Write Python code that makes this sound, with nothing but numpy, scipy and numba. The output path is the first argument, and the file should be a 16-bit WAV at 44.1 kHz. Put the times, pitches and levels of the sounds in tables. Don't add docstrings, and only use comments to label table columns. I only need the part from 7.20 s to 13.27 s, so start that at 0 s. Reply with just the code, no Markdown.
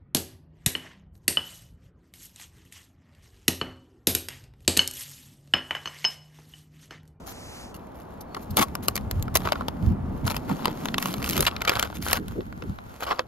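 import sys
import numpy as np
from scipy import signal
from scipy.fft import rfft, irfft, next_fast_len
from scipy.io import wavfile
from scipy.ndimage import uniform_filter1d, map_coordinates
from numba import njit

SR = 44100
rng = np.random.default_rng(int(sys.argv[2]) if len(sys.argv) > 2 else 0)


def generate_wav(sig):
    pcm = np.round(np.clip(np.atleast_2d(sig).T, -1, 1) * 32767).astype(np.int16)
    wavfile.write(sys.argv[1], SR, pcm)


N = 267819
T = np.arange(N) / SR

# pitch in Hz, level in dB.
FIBRE_FIZZ = [(3000, -51), (8500, -7.5), (10000, 7), (11500, 11), (12800, 15), (14200, 5), (15800, -2),
              (17500, -41)]


def snaps(ring=0.45, ring_hz=2600, tail_s=0.01, tail=0.036, length_s=0.0022, lead_in_s=0.0032, size=3000):
    # time in seconds, crack level in dB, body minus crack in dB, fizz minus crack in dB.
    snap_list = [(1.147, -33, -2.5, -14), (1.370, -23.5, 3.5, 8), (1.553, -34, 6, 3.5),
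                 (1.6835, -21, 0.5, 3.5), (1.756, -35.5, 4.5, 10), (1.7646, -30, -7, 2),
                 (1.777, -28, -6.5, -8), (1.912, -34, 2, 6), (2.0256, -40, -16, 8.5),
                 (2.081, -45, 15.5, -12), (2.1536, -28.5, 9, 10), (2.1563, -22.5, 1.5, 4.5),
                 (2.1608, -20.5, -2.5, 0), (2.1709, -29, -2, 9), (2.2733, -31, 11, -14),
                 (2.288, -31.5, 1, -25), (2.3215, -21, 4.5, -13.5), (2.3295, -28, -3, -14),
                 (2.356, -40, 12, -28), (2.4092, -45, 18.5, -10), (2.4835, -27, 3.5, -10),
                 (3.078, -24.5, -3.5, -10), (3.1661, -27, -4.5, -6), (3.2969, -45.5, 19, -1),
                 (3.3133, -42, 15, -8), (3.447, -33, -0.5, -15), (3.4561, -20, 3, -7),
                 (3.4805, -32, 11, -25), (3.6565, -27, -1, -8), (3.6857, -27.5, -5, -22),
                 (3.743, -21.5, -8, -21), (3.7821, -18.5, -5, -11), (3.826, -28, -13, -1),
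                 (3.8576, -26.5, 3, -6.5), (3.94, -29, -2, -6.5), (4.027, -30.5, -9, -8),
                 (4.043, -25.5, -22, -9), (4.0618, -31.5, -27, -7), (4.091, -32, -19, 4.5),
                 (4.098, -30.5, -14, 5), (4.1088, -31.5, -14, 3), (4.132, -32, -3, 0),
                 (4.1668, -27, -21, -1), (4.178, -25, -15, -1.5), (4.2066, -27, -7, 9),
                 (4.225, -40.5, -9, 13), (4.252, -28, -15, -5), (4.281, -30, 8, -28),
                 (4.3125, -36.5, -6, -20), (4.365, -27.5, -18, -20), (4.407, -40, -4, -16),
                 (4.4191, -24, -7.5, -10), (4.451, -27, -13, -11), (4.4947, -14, -4.5, -11),
                 (4.535, -32, -5, -21), (4.555, -24.5, -23, -12.5), (4.5954, -19.5, -11, -4.5),
                 (4.6271, -20, -5, -9), (4.701, -46, 13, -13), (4.727, -47.5, 13.5, -24),
                 (4.885, -30, -1.5, -3), (4.911, -37, -4, 10), (4.9307, -17, -1.5, -1),
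                 (4.9762, -39, -1, -24), (5.0823, -42, -1, -1), (5.207, -43, 3, -22),
                 (5.326, -45.5, 6.5, -13), (5.423, -38, 3.5, -30), (5.5874, -43.5, 6, -28),
                 (5.8241, -37.5, 11, -18), (5.927, -36, 9, -22), (5.9934, -21.5, 3, -25)]
    lead_in = 0.055
    rise_s, crack_s, ring_s = 0.00015, 0.0008, 0.003
    bounce = 0.25
    out = np.zeros((2, N))
    t = (np.arange(size) - size // 8) / SR
    damping = signal.butter(2, min(ring_hz, SR / 3), fs=SR)
    lags_s = rng.uniform(0.0025, 0.0029, len(snap_list))
    for (s, db, body_db, fizz_db), lag_s in zip(snap_list, lags_s):
        noise = rng.standard_normal((3, 2, size))
        crack = np.zeros(size)
        for share, since in [(1, t), (bounce, t - lag_s)]:
            crack += share * np.exp(-np.maximum(-since / rise_s, since / crack_s))
        ring_noise = ring * np.exp(-t / ring_s) * (t > 0) * noise[1]
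        ringing = signal.lfilter(*damping, ring_noise)
        before = lead_in * np.exp(-np.abs(t) / lead_in_s)
        after = tail * np.exp(-t / tail_s)
        scatter = np.where(t > 0, after, before) * noise[2]
        push = crack * noise[0] + ringing + scatter
        add(out, s + t[0], sheet(push, length_s, db, body_db, fizz_db))
    return out


def rips(attack_s=0.0046, release_s=0.0063, size=4000):
    # start in seconds, length in seconds, crack level in dB, body minus crack in dB,
    # fizz minus crack in dB.
    rip_list = [(0.061, 0.059, -55.5, 5, 6), (0.54, 0.024, -56.5, 4, 3), (1.007, 0.0055, -61.5, -4, 18),
                (1.162, 0.0062, -48.5, 17, -5), (1.302, 0.0092, -64, -7, 19.5),
                (1.373, 0.023, -27.5, 3.5, -3.5), (1.407, 0.023, -28, 2.5, -3.5),
                (2.14, 0.012, -49, 5, 5.5), (2.25, 0.01, -38.5, 9.5, -14), (3.062, 0.017, -44, 9.5, 6),
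                (3.096, 0.02, -35.5, 1.5, -5), (4.263, 0.0083, -17.5, -8.5, -13),
                (4.4714, 0.011, -22.5, -3.5, -15.5), (5.863, 0.045, -42.5, 7, -12),
                (5.905, 0.017, -32.5, 7, -21)]
    out = np.zeros((2, N))
    t = np.arange(size) / SR
    for s, length_s, db, body_db, fizz_db in rip_list:
        release = np.exp(-np.maximum(t - length_s, 0) / release_s)
        envelope = np.minimum(t / attack_s, 1) * release
        grain = ticks(size, rate=900, spread_db=2, decay_s=0.0007, hiss=0.4)
        add(out, s, sheet(envelope * grain, length_s, db, body_db, fizz_db))
    return out


def peel():
    # start in seconds, length in seconds,
    # crack level in dB, fizz minus crack in dB.
    pull_list = [(0.742, 0.087, -62, -3.5), (1.201, 0.037, -66.5, 8), (1.622, 0.025, -47, -2),
                 (2.168, 0.13, -47.5, -8), (2.325, 0.092, -53.5, -15), (3.038, 0.081, -48, -7),
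                 (3.136, 0.027, -43, -6), (3.276, 0.052, -45.5, -10.5), (3.388, 0.13, -48, -12),
                 (3.79, 0.13, -43, -2.5), (3.933, 0.11, -48.5, -5.5), (4.033, 0.15, -41, -2.5),
                 (4.148, .1, -39, -5), (4.299, 0.17, -51, -14.5), (4.487, 0.077, -36.5, -10.5),
                 (4.578, 0.075, -40.5, -10), (4.738, 0.029, -47.5, -2), (4.811, 0.053, -44, 0.5),
                 (4.858, 0.11, -36.5, -7), (5.796, 0.045, -42, -7), (5.846, 0.163, -53.5, -15)]
    attack_s, swell_db, release_s = 0.01, 3.5, 0.012
    plain_body_db, body_lost_per_fizz = -3.5, 0.91
    tearing, fibre_tearing = 0.78, 0.84
    fibre_db = -0.5
    out = np.zeros((2, N))
    t = T[:SR // 5]
    for s, length_s, db, fizz_db in pull_list:
        swell = undb(swell_db * (np.minimum(t / length_s, 1) - 1))
        release = np.exp(-np.maximum(t - length_s, 0) / release_s)
        envelope = np.minimum(t / attack_s, 1) * swell * release
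        body_db = plain_body_db - body_lost_per_fizz * fizz_db
        threads = registers(rub(len(t), tearing), body_db, fizz_db)
        fibres = undb(fizz_db + fibre_db) * colour(rub(len(t), fibre_tearing), FIBRE_FIZZ)
        add(out, s, undb(db) * envelope * (threads + fibres))
    return out


def flaps(flutter=0.38, flutter_s=0.026, size=6000):
    # time of the middle in seconds, level of the swing in dB, pitch in Hz.
    flap_list = [(1.32, -25, 98), (1.397, -18, 214), (2.64, -16, 104), (2.681, -11.5, 77.6),
                 (2.72, -16, 105), (3.052, -19.5, 95.5), (3.317, -17.5, 194), (3.99, -24.5, 125),
                 (4.106, -23, 207), (4.171, -25, 236), (4.2, -22, 414), (4.205, -24.5, 157),
                 (4.797, -27.5, 182), (5.012, -31, 312), (5.19, -23.5, 363), (5.443, -29, 270),
                 (5.5, -22, 100)]
    ring_cycles, ring_s = 0.42, 0.0028
    out = np.zeros((2, N))
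    t = (np.arange(size) - size // 2) / SR
    turns = rng.random((len(flap_list), 2, 1))
    for (s, db, hz), turn in zip(flap_list, turns):
        swing = np.sin(2 * np.pi * (hz * t + turn)) / np.cosh(t / (ring_cycles / hz + ring_s))
        bending = signal.butter(4, [hz / 2, hz + 140], "bandpass", fs=SR, output="sos")
        shiver = unit(signal.sosfilt(bending, rng.standard_normal((2, size))))
        shiver = shiver * np.hanning(size) / np.cosh(t / flutter_s)
        add(out, s + t[0], undb(db) * (swing + flutter * shiver))
    return out


def slide():
    # time in seconds, level in dB.
    slide_level = [(.06, -59.5), (.09, -49), (.42, -45.5), (.52, -58.5), (.6, -116)]
    # pitch in Hz, level in dB.
    finger_spectrum = [(1500, 5.5), (3000, 4.5), (5200, 3), (6500, 5), (7600, -2), (10500, 2.5),
                       (13000, -8), (16000, -46)]
    lag_s = 0.0001464
    hiss = undb(curves(slide_level)[0]) * colour(rng.standard_normal(N), finger_spectrum)
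    late = map_coordinates(hiss, [(T - lag_s) * SR])
    return np.array([hiss, late])


def swish(fade_s=0.029):
    # start in seconds, length in seconds, level in dB.
    sheet_swing = (4.98, 0.77, -46.5)
    # pitch in Hz, level in dB.
    swish_spectrum = [(150, 13), (400, 1), (750, 11), (1600, 1), (3000, -15), (8000, -42)]
    s, length_s, db = sheet_swing
    envelope = np.clip(np.minimum(T - s, s + length_s - T) / fade_s, 0, 1)
    hush = envelope * undb(db) * colour(rng.standard_normal(N), swish_spectrum)
    return np.array([hush, -hush])


def rustle(body_db=4, fizz_db=-3, hiss=1.35, waver_db=4.0):
    # time in seconds, level in dB before it wavers.
    rustle_level = [(.9, -72.5), (1, -64.5), (2.9, -67), (3.22, -57.5), (3.7, -57.5), (5.1, -66)]
    grain = ticks(N, rate=200, spread_db=6, decay_s=0.0008, hiss=hiss)
    level_db = curves(rustle_level)[0] + waver_db * walk(13.4)
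    return undb(level_db) * registers(grain, body_db, fizz_db)


def whistle():
    # start in seconds, length in seconds, pitch in Hz, fall at the end in Hz,
    # level in dB before it wavers.
    whistle_note = (1.06, .21, 4400, 650, -65.5)
    s, length_s, hz, fall_hz, db = whistle_note
    along = np.clip((T - s) / length_s, 0, 1)
    tone = np.sin(2 * np.pi * np.cumsum(hz - fall_hz * along ** 6) / SR)
    envelope = np.sqrt(np.abs(np.sin(np.pi * along)))
    return undb(db + 4 * walk(60)) * envelope * tone


def air(gust_db=2):
    # time in seconds, buffeting in dB,
    # drumming of the paper in dB, both before the gusts.
    moved_air = [(0.0, -46.5, -51.5), (0.91, -52, -49.5), (1.57, -42, -39), (2.03, -29, -38.5),
                 (2.43, -43, -37.5), (2.91, -32, -35.5), (3.2, -38, -37.5), (3.69, -71, -33.5),
                 (4.04, -38.5, -34), (4.29, -36, -44.5), (4.5, -40.5, -45.5), (5.06, -36.5, -38),
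                 (5.43, -41, -48), (5.63, -48, -51.5), (6.07, -52.5, -56.5)]
    # time in seconds, level in dB.
    outdoor_level = [(0, -49), (2.1, -44), (4.1, -43), (5.1, -58), (6.07, -53)]
    # pitch in Hz, level in dB.
    buffet_spectrum = [(15, -37), (35, -5), (70, 4.5), (110, -0.5), (160, -7), (300, -58), (1000, -64)]
    # pitch in Hz, level in dB.
    drum_spectrum = [(60, -10), (130, -5), (180, 2.5), (245, 2.5), (330, -8), (480, -16), (1400, -82)]
    # pitch in Hz, level in dB.
    rush_spectrum = [(100, 0.5), (280, 11), (560, 8.5), (850, 9), (1250, 2), (2000, -10), (8500, -38.5)]
    buffet_db, drum_db = curves(moved_air)
    layers = [(buffet_db + gust_db * walk(26), buffet_spectrum),
              (drum_db + gust_db * walk(100), drum_spectrum),
              (curves(outdoor_level)[0], rush_spectrum)]
    return sum(undb(db) * colour(rng.standard_normal((2, N)), spectrum) for db, spectrum in layers)


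def sheet(push, length_s, db, body_db, fizz_db):
    spread = np.sqrt(length_s * SR / push.shape[1])
    return registers(facet(push), body_db, fizz_db) * undb(db) * spread


def registers(push, body_db, fizz_db, edge_db=-0.5, edge_share=0.79):
    # pitch in Hz, level in dB.
    body_spectrum = [(150, -11), (450, -2.5), (800, -1.5), (1400, -3), (1700, -15), (2300, -21.5),
                     (5000, -104)]
    # pitch in Hz, level in dB.
    crack_spectrum = [(600, -38), (1400, 0), (1900, 4.5), (3200, 7), (4300, 3), (5700, -4), (8400, -29),
                      (12000, -48)]
    # pitch in Hz, level in dB.
    edge_spectrum = [(2000, -16.5), (4000, 4), (5200, 2), (6900, 1.5), (8400, -14.5), (12000, -35.5)]
    layers = [(body_db, body_spectrum), (0, crack_spectrum),
              (edge_db + edge_share * fizz_db, edge_spectrum), (fizz_db, FIBRE_FIZZ)]
    return sum(undb(db) * colour(push, spectrum) for db, spectrum in layers)


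def facet(push, patchy_db=3):
    hz = np.geomspace(400, 16000, 48)
    favour_db = patchy_db * rng.standard_normal(len(hz))
    return colour(push, np.transpose([hz, favour_db]))


def ticks(size, rate, spread_db, decay_s, hiss):
    when = rng.random(size)
    strength = np.minimum(rng.standard_exponential(size), 3.5)
    energy = (when < rate / SR) * undb(spread_db * strength) ** 2
    energy = signal.lfilter([1], [1, -np.exp(-2 / (decay_s * SR))], energy)
    energy /= np.abs(uniform_filter1d(energy, size=2600)) + 1e-9
    return np.sqrt(energy + hiss ** 2) * rng.standard_normal((2, size))


def rub(count, tearing, size=1024):
    tearing = np.clip(tearing, 0, 1)
    threads = ticks(count + 2 * size, rate=430, spread_db=5.5, decay_s=0.0007, hiss=0)
    rubbing = rng.standard_normal(threads.shape)
    friction = np.sqrt(tearing) * threads + np.sqrt(1 - tearing) * rubbing
    push = np.zeros(threads.shape)
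    for i in range(0, count + size, size // 2):
        patch = friction[:, i:i + size] * np.hanning(size)
        push[:, i:i + size] += facet(patch) * patch.std()
    return push[:, size:size + count]


def hollow(paper, q=5, boost=0.72):
    # time in seconds, pitch in Hz.
    hollow_note = [(2.3, 1103), (3.45, 910), (4.93, 1550), (5.83, 1400), (5.92, 1130)]
    hz = curves(hollow_note)[0]
    return paper + boost * np.array([resonate(x + 1e-18, hz, float(q)) for x in paper])


@njit
def resonate(x, hz, q):
    y = np.empty(len(x))
    band, low = 0., 0.
    for i in range(len(x)):
        g = np.tan(np.pi * hz[i] / SR)
        v = (band + g * (x[i] - low)) / (1 + g * (g + 1 / q))
        band = 2 * v - band
        low += 2 * g * v
        y[i] = v / q
    return y


def ports(sound):
    # pitch in Hz, side minus mid in dB.
    port_width = [(60, -9), (200, -11), (380, -4), (650, 2), (1200, -4), (2400, -2), (4600, -4.5),
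                  (7000, 1), (8500, 14), (10500, 4), (13000, -12.5)]
    # pitch in Hz, share (held within -1 to 1).
    port_lead = [(300, -0.0087), (900, -0.16), (3000, -1.3), (5500, 0.73), (10000, 0.99)]
    size = next_fast_len(N // 2 + 1) * 2
    direct, scattered = rfft(sound, size)
    lead = np.clip(across(port_lead, size), -1, 1)
    difference = 1j * lead * direct + np.sqrt(1 - lead ** 2) * scattered
    side = irfft(undb(across(port_width, size)) * difference)[:N]
    return np.array([sound[0] + side, sound[0] - side])


def place(sound):
    # time in seconds, place from 0 (ahead) to 1 (left).
    paper_place = [(1.4, 0.76), (3.4, 0.96), (3.9, .05), (4.5, 0.35), (5.9, 0.089)]
    # pitch in Hz, left minus right in dB.
    port_lean = [(200, -2), (400, -10), (750, 22), (1300, -1.5), (2400, 6), (4400, 7.5), (8000, -0.3)]
    size = next_fast_len(N // 2 + 1) * 2
    aside = curves(paper_place)[0]
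    mid = (sound[0] + sound[1]) / 2
    side = (sound[0] - sound[1]) / 2
    ratio = undb(across(port_lean, size))
    lean = irfft(rfft(mid, size) * (ratio - 1) / (ratio + 1))[:N]
    side = side + aside * lean
    return np.array([mid + side, mid - side])


def undb(db):
    return 10 ** (np.asarray(db) / 20)


def unit(x):
    return x / np.sqrt(np.mean(x ** 2, axis=-1, keepdims=True) + 1e-18)


def curves(table):
    s, *columns = np.transpose(table)
    return [np.interp(T, s, c) for c in columns]


def walk(rate_hz):
    size = max(int(SR / rate_hz), 2)
    smooth = uniform_filter1d(rng.standard_normal(N), size)
    return unit(uniform_filter1d(smooth, size))


def across(points, size):
    hz, value = np.transpose(points)
    bins_hz = np.arange(size // 2 + 1) * SR / size
    return np.interp(np.log(bins_hz + 1), np.log(hz), value)


def colour(x, points):
    size = next_fast_len(x.shape[-1] // 2 + 1) * 2
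    cepstrum = irfft(np.log(undb(across(points, size))))
    cepstrum[1:size // 2] *= 2
    cepstrum[size // 2 + 1:] = 0
    response = np.exp(rfft(cepstrum))
    return unit(irfft(rfft(x, size) * response)[..., :x.shape[-1]])


def add(out, s, x):
    i = int(s * SR)
    out[:, i:i + x.shape[1]] += x[:, :N - i]


def scene():
    paper = hollow(snaps() + rips() + peel() + rustle())
    around = flaps() + air() + whistle()
    return place(ports(paper)) + ports(around) + slide() + swish()


def record(dry):
    ceiling, top_hz = 0.85, 16300
    rounded = ceiling * np.tanh(dry / ceiling)
    top_cut = signal.ellip(8, 0.2, 70, top_hz, fs=SR, output="sos")
    return signal.sosfilt(top_cut, rounded)


dry = scene()
out = record(dry)
generate_wav(out)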